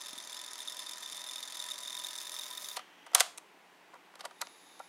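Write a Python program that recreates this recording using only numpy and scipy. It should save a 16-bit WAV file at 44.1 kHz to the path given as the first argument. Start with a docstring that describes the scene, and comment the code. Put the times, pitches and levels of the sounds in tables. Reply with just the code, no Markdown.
"""A fast rattle comes first: a cassette recorder rewinds, its drive shaft knocking the plastic case.
The tape runs out, the motor strains, a key snaps up, more keys are pressed and a loudspeaker hisses.
Each contact or key blow is a short noise burst or ring that excites resonances of the machine.
Friction, motor and loudspeaker are filtered noise; the loudspeaker adds a breathy whistle.
It is heard from close by, almost in the middle, in a quiet furnished room."""
import sys
import numpy as np
from scipy import signal
from scipy.fft import rfft, irfft
from scipy.io import wavfile
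from scipy.ndimage import uniform_filter1d

SR = 44100
rng = np.random.default_rng(int(sys.argv[2]) if len(sys.argv) > 2 else 0)


def persist_wave(psi):
    """Save psi, clipped to +-1, as 16-bit WAV."""
    counts = np.round(np.clip(psi, -1, 1) * 32767).astype(np.int16)
    wavfile.write(sys.argv[1], SR, np.atleast_2d(counts).T)


def nominal_scale(level):
    """Amplitude ratio for a level in decibels (scalar or array-like)."""
    x = np.asarray(level, float) / 20
    return 10 ** x


N = 215230
T = np.arange(N) / SR   # time of every sample, in seconds

# Quiet room, colour of its noise: pitch_hz, relative_level_db
ROOM_TONE_COLOUR = [(18, -77), (30, -45), (149, -15), (170, -10), (245, -8), (287, -1), (554, -5.5),
                    (844, -0.5), (1390, -6.5), (1720, -5), (1960, -5.5), (2830, -8.5), (3670, -14),
                    (4300, -16.5), (16000, -29.5)]
# Steady hum: pitch_hz, rms_level_db
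HUM_TONES = [(178, -83)]
# Dull bumps on the housing: start_s, relative_level_db
HOUSING_BUMPS = [(0.102, -62), (0.131, -50), (0.173, -53)]
# Loudspeaker hiss, its resonances: pitch_hz, width_hz, relative_level_db
HISS_RESONANCES = [(3700, 300, 3), (4700, 1500, -8), (6600, 1600, -7), (11000, 3000, -14)]
# Motor straining against the stopped tape: time_s, level_db
STRAIN_LEVEL = [(2.76, -47), (2.85, -65), (3.14, -62), (3.16, -84.5)]
# Resonances of the straining motor: pitch_hz, width_hz, relative_level_db
STRAIN_RESONANCES = [(1720, 1200, 0.5), (3050, 680, 2.5), (5860, 1200, -11.5), (13400, 500, -16)]
# Colour of the shaking springs and levers: pitch_hz, relative_level_db
SHAKING_COLOUR = [(180, -51), (300, -30.5), (603, -10.5), (701, 0), (828, -8), (1060, -4.5), (1150, -3),
                  (2210, -13), (3350, -9.5), (8500, -15), (16000, -35)]
# Low, middle and high case modes under a key: pitch_hz, relative_level_db, fall_by_60_db_s
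THUD_MODES = [(526, -10, 0.084), (635, 1, 0.015), (756, 3.5, 0.043), (958, 1.5, .045), (1193, 1.5, 0.035),
              (1356, 0.5, 0.033), (1398, 0.5, .025), (1980, -3, 0.025)]
CRACK_MODES = [(2150, -4, .007), (2700, -4, .006), (3150, -2, .007), (3900, -2, .006), (4600, -4, .005),
               (5200, -5, .005), (5800, -4, .005)]
TREBLE_MODES = [(6170, 5, 0.0037), (7750, 2, 0.0033), (7650, 4.5, 0.002), (9000, 1, 0.0018),
                (9930, -2.5, 0.0045), (11600, -10.5, 0.0071), (14400, -19, 0.00067)]
# Latches and keys that snap: peak_s, thud_peak_db, crack_peak_db, treble_peak_db, fall_ms
KEY_SNAPS = [(2.7686, -28, -24.5, -29, 4.5), (3.065, -41, -49, -45, 6.2), (3.117, -45, -63, -52, 1.8),
             (3.134, -36.5, -42.5, -47, 6.7), (3.1461, -35, -31, -27, 1.2),
             (3.1492, -20.5, -11.5, -1, 0.41), (3.1512, -22, -16.5, -11, 1.8), (3.199, -35, -21, -16, 3.5),
             (3.2052, -19.5, -11.5, -10.5, 3.9), (3.376, -50, -43, -36, 3.6),
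             (3.381, -44.5, -34.5, -35, 2.1), (3.942, -45, -53, -52, 1.3), (4.139, -47.5, -61, -60, 1.8),
             (4.155, -45, -45.5, -45.5, 2.3), (4.208, -42, -34, -40, 3.6), (4.31, -45.5, -49, -56, 3.1),
             (4.4155, -53, -23.5, -21, 3), (4.421, -27.5, -38, -40, 0.84), (4.4707, -43.5, -37, -66, .25),
             (4.7943, -52, -46, -44, 1.5), (4.7994, -31.5, -54.5, -56, 1.7)]
# Keys pushed slowly over a catch: peak_s, thud_peak_db, crack_peak_db, rise_ms
KEY_PUSHES = [(2.794, -36, -39.5, 3.2), (3.938, -43, -61, 3.9), (3.955, -45, -61.5, 4.5),
              (4.2, -44.5, -44.5, 8.5), (4.247, -38.5, -48, 11), (4.255, -31, -30, 4.6),
              (4.413, -34, -40, 3.6)]
# Contacts in one shaft turn: place_turns, relative_level_db, scatter_db, idler_swing_db, relative_main_ring_db
SHAFT_CONTACTS = [(-.09, -37, 3, 0.7, -15), (0.191, -42, 10, 3.5, -6.5), (0.476, -52, 5, -3.7, -31)]
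# Load on the shaft, added to every usual contact: time_s, change_db
LOAD_ON_SHAFT = [(0, -2.5), (.5, -2.5), (1.2, 0.5), (1.6, 0.5), (2.0, 0), (2.4, 0), (2.76, -2.5)]
# Hardest contacts: ring_top_s, main_ring_db, relative_chatter_db
HARD_KNOCKS = [(0.6057, -33, -38), (0.677, -37, -35), (0.6846, -30, -39), (0.8954, -37.5, -34.5),
               (1.062, -33, -38), (1.179, -36.5, -39), (1.2181, -36, -35.5), (1.29, -37, -36.5),
               (1.297, -33.5, -47), (1.602, -29, -35), (1.626, -32, -34), (1.7118, -34, -35),
               (1.7182, -31.5, -38), (1.835, -39, -35.5), (1.86, -34, -45), (1.8816, -36.5, -42),
               (1.9302, -36, -37), (1.953, -31.5, -33), (1.977, -33.5, -39), (2.0, -34.5, -38),
               (2.0477, -31.5, -37.5), (2.0703, -35.5, -34), (2.1872, -30, -35), (2.3956, -32, -38),
               (2.4187, -36.5, -47), (2.5798, -36, -39), (2.6884, -42, -35)]
# Resonances of the transport and case: pitch_hz, width_hz, relative_level_db
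CASE_RESONANCES = [(607.5, 39, -14.5), (988, 29.6, -4), (1260, 41, -9), (1810, 130, -13), (3627, 116, -3),
                   (4710, 78, -13.5), (5240, 79, -8.5), (6206, 63, -9), (7010, 300, -14), (7570, 76, -14),
                   (9250, 700, -15), (9920, 370, -13.5), (10730, 640, -16.5)]
# Broad colour under those resonances: pitch_hz, relative_level_db
RUNNING_COLOUR = [(180, -29), (300, -46), (800, -19), (2000, -9.5), (2800, -17.5), (3600, -10),
                  (6000, -5.5), (8200, -12), (10000, -18), (12000, -19), (14500, -26), (16000, -33)]

ROOM_TONE_DB, ROOM_T60_S, ROOM_DB, TONE_SIDE_DB = -60.5, 0.33, -20.5, -21

# loudspeaker: hiss and whistle rise until HISS_FULL_S, the hiss alone sinks after HISS_UNTIL_S
HISS_FULL_S, HISS_UNTIL_S, HISS_DB = 4.423, 4.83, -64
HISS_RISE_DB_PER_S, HISS_FALL_DB_PER_S = 108.5, 45
WHISTLE_HZ, WHISTLE_WIDTH_HZ, WHISTLE_DB = 10330, 420, -68.5
WHISTLE_RISE_HZ_PER_S, WHISTLE_SAG_HZ_PER_S, WHISTLE_STEP_HZ = 2800, 350, -130
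WHISTLE_DIP_S, WHISTLE_DIP_DB, WHISTLE_DIP_MS = 4.785, -2, 14

# springs and levers shake from the first snap of the key to the second, then die away
SHAKE_FROM_S, SHAKE_UNTIL_S, SHAKE_DB, SHAKE_FALL_DB_PER_S = 3.153, 3.202, -35.5, 201
JOLT_DB, JOLT_FALL_DB_PER_S = -27.5, 1500.5
SNAP_RISE_MS, SNAP_RISE_SHARE = 0.55, 0.078   # rise time: a base plus a share of the fall
PUSH_TREBLE_DB, PUSH_FALL_MS = -4.5, 3.4      # treble relative to the crack; fall time

# the shaft gains SPEED_UP turns/s times the square of the time in seconds
START_TURN, SHAFT_TURNS_PER_S, SPEED_UP, TAPE_END_S = .41, 42.3, .121, 2.768
IDLER_RATIO, IDLER_PHASE = .384, -1.41   # idler turns per shaft turn; start in radians
WANDER_DB, WANDER_TURNS = 1.5, 6         # each contact tightens and loosens over some turns
SLIP_S, SLIP_DB = 2.72, -8               # contacts weaken as the tape slips just before the stop
MAIN_RING_HZ, MAIN_RING_MS, MAIN_RING_LAG_MS = 3600, 1.7, 3.2
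RING_LIMIT_DB, RING_LIMIT_RISE_DB_PER_S = -42, 6   # usual contacts ring no louder than this
STRAYS_PER_S, STRAY_DB = 70, -45         # loose play ticks between contacts; relative level
FRICTION_DB, FRICTION_RISE_DB_PER_S = -52.5, 0.33     # relative level of gear friction
TAPE_HISS_DB, TAPE_HISS_RISE_DB_PER_S = -94, 15.0     # relative level; rubs harder as it speeds up
TAPE_STEADY_SHARE, TAPE_JERK_DB = .55, 41             # each contact jerks the tape and its hiss
MICROPHONE_LOW_CUT_HZ = 470


def rms_one(x):
    """Scale a sound to an average strength (rms) of 1."""
    return x / np.sqrt(np.mean(x ** 2) + 1e-30)


def colour(x, points):
    """Filter with a given loudness at each pitch, responding as early as possible (minimum phase)."""
    hz, level_db = np.transpose(points)
    grid = np.maximum(np.arange(2049) * SR / 4096, 1)
    cepstrum = irfft(np.log(nominal_scale(np.interp(np.log(grid), np.log(hz), level_db))))
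    # fold the second half onto the first to get minimum phase
    cepstrum[1:2048] *= 2
    cepstrum[2049:] = 0
    return signal.fftconvolve(x, irfft(np.exp(rfft(cepstrum))))[:N]


def resonate(x, hz, width_hz):
    """A part that rings at one pitch; gain 1 at the top, and a narrower width rings longer."""
    r = np.exp(-np.pi * width_hz / SR)
    feedback = [1, -2 * r * np.cos(2 * np.pi * hz / SR), r * r]
    return signal.lfilter([(1 - r * r) / 2, 0, (r * r - 1) / 2], feedback, x + 1e-18)


def bursts(seconds, sizes, ms):
    """Loudness curve that swells and dies within a few ms of each moment."""
    marks = np.full(N, 1e-18)
    r = np.exp(-1000 / (ms * SR))
    places = np.clip((np.asarray(seconds) * SR).astype(int), 0, N - 1)
    np.add.at(marks, places, sizes)
    return signal.lfilter([4 * (1 - r) ** 2], np.poly([r, r, r]), marks)


def swell(full_s, until_s, rise_per_s, fall_per_s):
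    """A straight rise to 0, a hold and a straight fall, for levels or pitches."""
    return -rise_per_s * np.maximum(full_s - T, 0) - fall_per_s * np.maximum(T - until_s, 0)


def hiss_through(peaks):
    """Noise heard through a set of steep resonances, scaled to rms 1."""
    out = np.zeros(N)
    for hz, width_hz, level_db in peaks:
        once = resonate(rng.standard_normal(N), hz, width_hz)
        out += nominal_scale(level_db) * resonate(once, hz, width_hz)
    return rms_one(out)


def room_tone():
    """The quiet room is steady noise with the room's colour."""
    return nominal_scale(ROOM_TONE_DB) * rms_one(colour(rng.standard_normal(N), ROOM_TONE_COLOUR))


def hum():
    """A steady hum is a pure tone; the root of 2 turns rms into peak height."""
    return sum(np.sqrt(2) * nominal_scale(level_db) * np.sin(2 * np.pi * hz * T) for hz, level_db in HUM_TONES)


def room(x):
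    """Diffuse echoes as dulled, dying noise: one tail for the middle, one for the side signal."""
    t = np.arange(int(ROOM_T60_S * SR)) / SR
    fade = nominal_scale(-60 * t / ROOM_T60_S) * np.minimum(t / .008, 1)
    tails = signal.lfilter([1], [1, -.3], rng.standard_normal((2, len(t))) * fade)
    return signal.fftconvolve(x[None], tails / np.sqrt(np.sum(tails[0] ** 2)), axes=1)[:, :N]


def floor_echo(x):
    """A near reflection off the floor arrives 23 samples, about half a millisecond, late."""
    return np.concatenate([np.zeros(23), x[:-23]])


def bumps():
    """Soft low thumps on the housing that holds the microphone: short pushes into two resonances."""
    start_s, level_db = np.transpose(HOUSING_BUMPS)
    pushes = bursts(start_s, nominal_scale(level_db), ms=0.35)
    return nominal_scale(10.0) * resonate(resonate(pushes, 275.0, 200), 260, 200)


def whistle():
    """A narrow band of noise whose pitch climbs, sags and then steps down at a brief level dip."""
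    hz = WHISTLE_HZ + swell(HISS_FULL_S, HISS_FULL_S, WHISTLE_RISE_HZ_PER_S, WHISTLE_SAG_HZ_PER_S)
    hz += WHISTLE_STEP_HZ * (T > WHISTLE_DIP_S)
    dip = np.exp(-.5 * ((T - WHISTLE_DIP_S) * 1000 / WHISTLE_DIP_MS) ** 2)
    low = signal.butter(2, WHISTLE_WIDTH_HZ / 2, fs=SR, output="sos")
    slow = signal.sosfilt(low, rng.standard_normal((2, N)))
    # slow noise on a moving tone makes the tone breathy
    phase = 2 * np.pi * np.cumsum(hz) / SR
    breathy = slow[0] * np.cos(phase) + slow[1] * np.sin(phase)
    return nominal_scale(WHISTLE_DB + WHISTLE_DIP_DB * dip) * rms_one(breathy)


def loudspeaker():
    """Hiss and whistle come up together; the hiss sinks after the last key."""
    rise_db = swell(HISS_FULL_S, N / SR, HISS_RISE_DB_PER_S, 0)
    fall_db = swell(0, HISS_UNTIL_S, 0, HISS_FALL_DB_PER_S)
    hiss = nominal_scale(HISS_DB + fall_db) * hiss_through(HISS_RESONANCES)
    return nominal_scale(rise_db) * (hiss + whistle())


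def motor_strain():
    """The motor strains against the stopped tape: resonant noise that follows a level curve."""
    time_s, level_db = np.transpose(STRAIN_LEVEL)
    curve_db = np.interp(T, time_s, level_db, left=-140, right=-140)
    return nominal_scale(curve_db) * hiss_through(STRAIN_RESONANCES)


def shaking():
    """Springs and levers shake: dense uneven noise grains, with a first jolt, that die away."""
    grains = rng.standard_normal(N) * nominal_scale(2.5 * rng.exponential(1, N))
    steady = nominal_scale(SHAKE_DB + swell(SHAKE_FROM_S, SHAKE_UNTIL_S, 15000, SHAKE_FALL_DB_PER_S))
    jolt = nominal_scale(JOLT_DB + swell(SHAKE_FROM_S, SHAKE_FROM_S, 15000, JOLT_FALL_DB_PER_S))
    return (steady + jolt) * rms_one(colour(grains, SHAKING_COLOUR))


def key_blows():
    """Every blow as peak_s, thud_db, crack_db, treble_db, rise_ms, fall_ms."""
    blows = []
    for *blow, fall_ms in KEY_SNAPS:
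        blows.append((*blow, SNAP_RISE_MS + SNAP_RISE_SHARE * fall_ms, fall_ms))
    for peak_s, thud_db, crack_db, rise_ms in KEY_PUSHES:
        blows.append((peak_s, thud_db, crack_db, crack_db + PUSH_TREBLE_DB, rise_ms, PUSH_FALL_MS))
    return blows


def ring_modes(blow, modes):
    """A blow sets every mode of the case ringing, each a little stronger or weaker by chance."""
    out = np.zeros(len(blow))
    for k, (hz, level_db, t60_s) in enumerate(modes):
        strength = (-1) ** k * nominal_scale(level_db + rng.uniform(-3, 3)) * np.sqrt(hz * t60_s)
        out += strength * resonate(blow, hz, 2.2 / t60_s)
    return out


def keys():
    """A key blow is a burst of tiny impacts into the low, middle and high modes of the case."""
    out = np.zeros(N)
    soft = signal.butter(3, 1700, fs=SR, output="sos")       # heavy parts touch softly
    middle = signal.butter(2, [1500, 6500], "band", fs=SR, output="sos")
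    sharp = signal.butter(2, [5000, 12500], "band", fs=SR, output="sos")
    ms = (np.arange(4096) - 1024) / SR * 1000                # time from the peak
    for peak_s, thud_db, crack_db, treble_db, rise_ms, fall_ms in key_blows():
        impacts = rng.standard_normal(4096) * (rng.random(4096) < .5)
        rise = np.exp(-(ms / max(rise_ms, .1)) ** 2)
        fall = np.exp(-np.abs(ms) / max(fall_ms, .1))
        impacts *= np.where(ms < 0, rise, fall)
        start = round(peak_s * SR) - 1024
        layers = ((THUD_MODES, thud_db, soft), (CRACK_MODES, crack_db, middle),
                  (TREBLE_MODES, treble_db, sharp))
        for modes, peak_db, contact in layers:
            rung = ring_modes(signal.sosfilt(contact, impacts), modes)
            # the dry contact itself
            scuff = signal.sosfilt(contact, impacts * rng.choice([-1, 1], size=4096))
            rung += nominal_scale(-2) * rms_one(signal.sosfilt(contact, scuff)) * np.std(rung)
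            out[start:start + 4096] += (nominal_scale(peak_db) * rung / np.max(np.abs(rung)))[:N - start]
    return out


def contacts():
    """Moment, chatter and main-ring level of each contact; a slower idler wheel swings the strength."""
    s = np.linspace(0, TAPE_END_S, 200)
    turns = START_TURN + SHAFT_TURNS_PER_S * s + SPEED_UP * s ** 3 / 3
    place, contact_db, scatter_db, swing_db, ring_db = np.transpose(SHAFT_CONTACTS)
    turn = np.arange(1, int(turns[-1]) + 1)[:, None]
    draw = rng.standard_normal((len(turn), 4, 3))
    when = np.interp(turn + place + 0.013 * draw[:, 0], turns, s)
    wander = uniform_filter1d(draw[:, 3], size=WANDER_TURNS, axis=0) * np.sqrt(WANDER_TURNS)
    level_db = contact_db + np.interp(when, *np.transpose(LOAD_ON_SHAFT))
    level_db += swing_db * np.cos(2 * np.pi * IDLER_RATIO * turn + IDLER_PHASE)
    # the play of the parts caps the random part of a blow
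    level_db += np.minimum(scatter_db * draw[:, 1] + WANDER_DB * wander, 2.5)
    ring_limit_db = RING_LIMIT_DB + RING_LIMIT_RISE_DB_PER_S * when
    ring_db = np.minimum(level_db + ring_db + 2.7 * draw[:, 2], ring_limit_db)
    slip_db = SLIP_DB * (when > SLIP_S)
    level_db, ring_db = (level_db + slip_db).ravel(), (ring_db + slip_db).ravel()
    when = when.ravel()
    # each hard knock takes the place of the nearest usual contact
    for top_s, knock_ring_db, chatter_db in HARD_KNOCKS:
        start_s = top_s - MAIN_RING_LAG_MS / 1000
        nearest = np.argmin(np.abs(when - start_s))
        when[nearest], ring_db[nearest], level_db[nearest] = start_s, knock_ring_db, chatter_db
    return when, level_db, ring_db


def main_ring(when, level_db):
    """One loose part sings for a few ms after each contact; its pitch creeps up over time."""
    out, t = np.zeros(N + 1024), np.arange(1024) / SR
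    shape = np.exp(-.5 * ((t * 1000 - MAIN_RING_LAG_MS) / MAIN_RING_MS) ** 2)
    shape *= np.minimum(t * 1500, 1)
    chances = rng.standard_normal((len(when), 2))
    for s, size, (detune, phase) in zip(when, nominal_scale(level_db), chances):
        start = round(s * SR)
        hz = MAIN_RING_HZ + 25 * s + 45 * detune
        out[start:start + 1024] += size * shape * np.sin(2 * np.pi * hz * t + 10 * phase)
    return out[:N]


def rewinding():
    """Each contact is a short chatter that strikes every resonance differently; friction feeds them."""
    when, level_db, ring_db = contacts()
    running = T < TAPE_END_S
    friction = nominal_scale(FRICTION_DB + FRICTION_RISE_DB_PER_S * T) * running
    tape_hiss = nominal_scale(TAPE_HISS_DB + TAPE_HISS_RISE_DB_PER_S * T) * running
    tape_hiss *= TAPE_STEADY_SHARE + bursts(when, nominal_scale(level_db + TAPE_JERK_DB), ms=1.4)
    white = rng.standard_normal((4, N))
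    rubbing = signal.lfilter([.4], [1, -.6], white[3]) * friction   # friction is duller than the chatter
    chatter = white[0] * nominal_scale(5.5) * bursts(when, nominal_scale(level_db), ms=0.79)
    out = colour(chatter + nominal_scale(15) * rubbing, RUNNING_COLOUR)
    out += main_ring(when, ring_db)
    out += nominal_scale(4) * tape_hiss * resonate(white[2], 12500, 6000)
    stray_s, stray_size = rng.random((int(STRAYS_PER_S * TAPE_END_S), 2)).T
    for k, (hz, width_hz, mode_db) in enumerate(CASE_RESONANCES):
        # the quick chatter hardly moves the low panels
        reach_db = -14 * np.clip(np.log2(2500 / hz), 0, 1.5)
        strike_db = level_db + reach_db + rng.normal(0, 3.06, len(when))
        stray_db = STRAY_DB + reach_db + 6.7 * stray_size + rng.normal(0, 4.5, len(stray_s))
        rub_db = 22 - 3.7 * np.log2(hz / 1000)
        hits = bursts(when, nominal_scale(strike_db), ms=1.0)
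        hits += bursts(stray_s * TAPE_END_S, nominal_scale(stray_db), ms=0.6)
        push = white[1] * (nominal_scale(13.0) * hits + nominal_scale(rub_db) * friction)
        out += (-1) ** k * nominal_scale(mode_db) * resonate(push, hz, width_hz)
    return out


def scene():
    """The machine in the middle; room tail, floor echo and room tone add a little width."""
    blows = keys() + shaking()
    machine = rewinding() + blows + motor_strain() + loudspeaker()
    # the microphone cuts the bass of the machine steeply
    low_cut = signal.butter(8, MICROPHONE_LOW_CUT_HZ, "high", fs=SR, output="sos")
    machine = signal.sosfilt(low_cut, machine)
    tail = nominal_scale(ROOM_DB) * room(machine)
    mid = machine + tail[0] + room_tone() + hum() + bumps()
    # parts sit a little off centre
    lean = nominal_scale(-23) * resonate(machine, 3620, 500) + nominal_scale(-23.5) * resonate(blows, 5500, 7000)
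    echo = nominal_scale(-29) * resonate(floor_echo(machine), 8000, 9000)
    side = nominal_scale(-27) * tail[1] + nominal_scale(TONE_SIDE_DB) * room_tone() + echo - lean
    return np.stack([mid + side, mid - side])


def band_limit(x):
    """A steep low-pass at the top of the band."""
    return signal.sosfilt(signal.butter(12, 16980, fs=SR, output="sos"), x)


def record(dry):
    """Peaks stop just under full scale, then a steep filter cuts the top."""
    limited = np.clip(dry, -.93, .93)
    top_cut = signal.cheby2(12, 45, 16400, fs=SR, output="sos")   # 45 dB down from 16400 Hz up
    mix = signal.sosfilt(top_cut, limited)
    return band_limit(mix)


dry = scene()
out = record(dry)
persist_wave(out)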